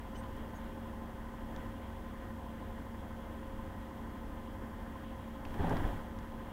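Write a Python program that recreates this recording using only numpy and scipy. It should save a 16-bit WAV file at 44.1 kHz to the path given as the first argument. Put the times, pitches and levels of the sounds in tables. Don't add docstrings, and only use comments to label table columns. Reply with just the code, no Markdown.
import sys
import numpy as np
from scipy import signal
from scipy.fft import rfft, irfft
from scipy.io import wavfile

SR = 44100
rng = np.random.default_rng(int(sys.argv[2]) if len(sys.argv) > 2 else 0)


def waveform_to_disk(signal):
    frames = np.transpose(np.atleast_2d(signal))
    scaled = np.clip(frames, -1, 1) * 32767
    samples = np.round(scaled).astype(np.int16)
    wavfile.write(sys.argv[1], SR, samples)


N = 287532
TIME = np.arange(N) / SR

# frequency in Hz, level in dB per Hz.
ROLLING_COLOUR = [(10, -88), (20, -65), (60, -74.5), (140, -79), (290, -75.5), (400, -81.5), (620, -84.5),
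                  (1000, -90), (1350, -90.5), (2000, -95), (2500, -101.3), (4600, -109.9), (9500, -111.8),
                  (15500, -109.6)]
# centre in Hz, width in Hz, lift in dB.
CABIN_RESONANCES = [(93.4, 38, 7), (216.7, 2.6, 4), (715, 38, 5), (854, 118, 6), (1000, 92, 9),
                    (1230, 71, 3.5), (1450, 21, 3), (1530, 37, 7.5), (1634, 26, 5.5), (1763, 74, 5),
                    (1895, 100, 6), (2854, 93, 4.5), (3250, 510, 9)]
# start in seconds, length in seconds, rise of the roughness in dB.
ROUGH_STRETCHES = [(0.0, 0.82, 1.6), (1.428, 0.32, 3), (5.405, 0.69, 13.4)]
BUILD_SHARE, FADE_SHARE = 0.42, 0.34

DIESEL_HZ, DRIVE_HZ, FAN_HZ = 12.438, 16.329, 41.14
# multiple of its cycle rate, level in dB rms.
DIESEL_ORDERS = [(3, -56), (7, -57.5), (8, -61.5), (9, -67.5), (18, -60), (19, -72.5), (20, -74),
                 (22, -62.5), (23, -72.5), (41, -72), (42, -72.5), (43, -58.5), (44, -70.5), (71, -72),
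                 (72, -72), (87, -77), (92, -85.5), (94, -77.5), (103, -77), (167, -76.5)]
# multiple of its cycle rate, level in dB rms.
DRIVE_ORDERS = [(4, -52), (8, -70.5), (12, -59.5), (13, -62.5), (14, -52), (16, -69.5), (19, -63.5),
                (24, -69)]
# multiple of its cycle rate, level in dB rms.
FAN_ORDERS = [(1, -59), (4, -67), (12, -77.5), (14, -75)]
# place in the engine cycle from 0 to 1, relative level in dB.
CYLINDER_KNOCKS = [(.0, -6), (.285, -10), (.425, -8), (.555, -7), (.64, 0), (.82, -6)]
# centre in Hz, width of one stage in Hz, relative level in dB.
PANEL_MODES = [(907, 86, -2.5), (1001.4, 95, 2), (1025, 28, -4.5), (1155, 66, -21), (1950, 620, -17.5)]

# centre in Hz, width of one stage in Hz, relative level in dB.
RUNNING_GEAR_MODES = [(99, 31, 1.5), (168, 49, 4), (263.6, 76, 1.5), (386, 68, -1.5), (564, 101, -3.5),
                      (680, 74, -3), (820, 177, 0.5), (1507, 390, -9.5)]
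# start in seconds, length before the fade in seconds,
# level in dB rms.
WHEEL_GRINDS = [(5.587, 0.034, -34), (5.632, 0.038, -33), (5.691, 0.035, -30.5)]
GRIND_ATTACK_S, GRIND_T60_S = 0.016, 0.11
# start in seconds, peak level in dB before the attack softens it,
# frequency in Hz, 60 dB decay time in seconds.
SUSPENSION_THUDS = [(5.506, -30, 75, 0.12), (5.601, -23, 79, 0.078), (5.689, -28, 60.6, 0.061),
                    (5.844, -22.5, 35, 0.21), (6.176, -30.5, 64.81, 0.053)]

# start in seconds, initial level in dB rms, centre in Hz,
# 60 dB decay time in seconds.
TRIM_TICKS = [(0.238, -54, 1900, 0.019), (0.363, -64, 8000, .06), (1.563, -45, 2400, 0.01),
              (5.451, -47, 1700, 0.033), (5.507, -44, 700, 0.029), (5.542, -44, 950, 0.025),
              (5.694, -53, 5000, 0.035), (5.768, -38, 1000, 0.038), (6.188, -59, 3800, 0.02)]
# start in seconds, level in dB rms, start pitch in Hz, end pitch in Hz,
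# length in seconds.
TRIM_SQUEAKS = [(.143, -61, 2920, 3120, .034), (.14, -72, 6150, 6050, .075), (.16, -68, 8200, 8700, .06),
                (.538, -71, 6750, 6300, .058)]


def amp(db):
    return 10 ** (np.asarray(db) / 20)


def unit(x):
    return x / np.sqrt(np.mean(x ** 2) + 1e-20)


def add(mix, start_s, sound):
    part = mix[max(round(start_s * SR), 0):][:len(sound)]
    part += sound[:len(part)]


def drift(rate_hz, size=N):
    hz = np.fft.rfftfreq(N, 1 / SR)
    smoothed = rfft(rng.standard_normal(N)) * np.exp(-(hz / rate_hz) ** 2)
    return unit(irfft(smoothed, N))[:size]


def ring(x, modes):
    hz, spectrum = np.fft.rfftfreq(len(x), 1 / SR), rfft(x)
    out = np.zeros(len(x))
    for centre_hz, width_hz, db in modes:
        detuning = (hz - centre_hz ** 2 / (hz + 1e-3)) / width_hz
        out += amp(db) * unit(irfft(spectrum / (1 + 1j * detuning) ** 2, len(x)))
    return unit(out)


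def roughness():
    rise_db = np.zeros(N)
    for start_s, length_s, db in ROUGH_STRETCHES:
        way = (TIME - start_s) / length_s
        rise_db += db * np.clip(np.minimum(way / BUILD_SHARE, (1 - way) / FADE_SHARE), 0, 1)
    return rise_db


def rolling(smooth_db=-1.0, flutter_db=1.0, bass_share=0.91, roar_share=0.57, treble_share=0.44):
    hz = np.fft.rfftfreq(N, 1 / SR) + 1e-3
    points, level = np.transpose(ROLLING_COLOUR)
    colour_db = np.interp(np.log(hz), np.log(points), level)
    for centre_hz, width_hz, db in CABIN_RESONANCES:
        colour_db += db / (1 + (2 * (hz - centre_hz) / width_hz) ** 2)
    spectrum = rfft(rng.standard_normal(N)) * amp(colour_db) * np.sqrt(SR / 2)
    edges = [0, 130, 450, 1100, 2200, 4200, SR]
    bands = [irfft(spectrum * (hz >= lo) * (hz < hi), N) for lo, hi in zip(edges, edges[1:])]
    bass, *middle, hiss = bands
    roar = sum(band * amp(flutter_db * drift(12.4)) for band in middle)
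    rough_db = smooth_db + roughness()
    out = bass * amp(bass_share * rough_db)
    out += roar * amp(roar_share * rough_db)
    return out + hiss * amp(treble_share * rough_db)


def turns_of(cycle_hz, wander):
    return np.cumsum(cycle_hz * (1 + wander * drift(2.5))) / SR


def hum(turns, orders, waver_db):
    out = np.zeros(N)
    for multiple, db in orders:
        level = amp(db + waver_db * drift(2.5))
        out += level * np.cos(2 * np.pi * (multiple * turns + rng.random()))
    return np.sqrt(2) * out


def knock(turns, level_db=-58.5, uneven_db=2.0, rattle=0.29):
    blows = np.zeros(N)
    for place, db in CYLINDER_KNOCKS:
        at = np.flatnonzero(np.diff(np.floor(turns - place)))
        blows[at] += amp(db + uneven_db * rng.standard_normal(len(at)))
    decay = np.exp(-TIME[:SR // 20] / 0.0028)
    loose = signal.oaconvolve(blows, decay)[:N] * rng.standard_normal(N)
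    return amp(level_db) * ring(unit(blows) + rattle * unit(loose), PANEL_MODES)


def grinding():
    force = np.zeros(N)
    for start_s, length_s, db in WHEEL_GRINDS:
        attack = np.clip((TIME - start_s) / GRIND_ATTACK_S, 0, 1)
        fading_s = np.maximum(TIME - start_s - length_s, 0)
        force += attack * amp(db - 60 * fading_s / GRIND_T60_S)
    return force


def rough_patch(grain_db=3.0, body_hz=16, body_width_hz=10, gear_db=-53.0, shudder_db=-45.5):
    jolt = amp(roughness()) - 1
    force = np.hypot(grinding(), amp(gear_db) * jolt)
    grainy = rng.standard_normal(N) * amp(grain_db * drift(150))
    out = force * ring(grainy, RUNNING_GEAR_MODES)
    shudder = ring(rng.standard_normal(N), [(body_hz, body_width_hz, 0)])
    out += amp(shudder_db) * jolt * shudder
    t = TIME[:SR // 2]
    attack = 1 - np.exp(-t / 0.0022)
    for start_s, db, hz, t60 in SUSPENSION_THUDS:
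        add(out, start_s, amp(db - 60 * t / t60) * np.sin(2 * np.pi * hz * t) * attack)
    return out


def scuff(size, hz):
    edges = [hz / 2, min(hz * 2, SR / 2 - 100)]
    band = signal.butter(2, edges, "bandpass", fs=SR, output="sos")
    return unit(signal.sosfilt(band, rng.standard_normal(size)))


def trim(rasp=0.032, rub_share=0.31):
    out, t = np.zeros(N), TIME[:SR // 5]
    for start_s, db, hz, t60 in TRIM_TICKS:
        add(out, start_s, amp(db - 60 * t / t60) * scuff(len(t), hz))
    for start_s, db, start_hz, end_hz, length_s in TRIM_SQUEAKS:
        size = int(length_s * SR)
        hz = np.linspace(start_hz, end_hz, size) * (1 + rasp * drift(760, size=size))
        tone = np.sin(2 * np.pi * np.cumsum(hz) / SR)
        slip = tone + rub_share * scuff(size, start_hz)
        add(out, start_s, amp(db) * unit(slip * signal.windows.tukey(size, .8)))
    return out


def scene():
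    wheels = rolling()
    diesel = turns_of(DIESEL_HZ, wander=0.00029)
    machines = hum(diesel, DIESEL_ORDERS, waver_db=1.5) + knock(diesel)
    machines += hum(turns_of(DRIVE_HZ, wander=0.0006), DRIVE_ORDERS, waver_db=0.5)
    machines += hum(turns_of(FAN_HZ, wander=0.00013), FAN_ORDERS, waver_db=0.5)
    return (wheels + machines + rough_patch() + trim())[None]


def record(dry, edge_hz=15800):
    low_pass = signal.firwin(511, edge_hz, window=("kaiser", 9), fs=SR)
    return signal.oaconvolve(dry, low_pass[None], "same")


dry = scene()
out = record(dry)
waveform_to_disk(out)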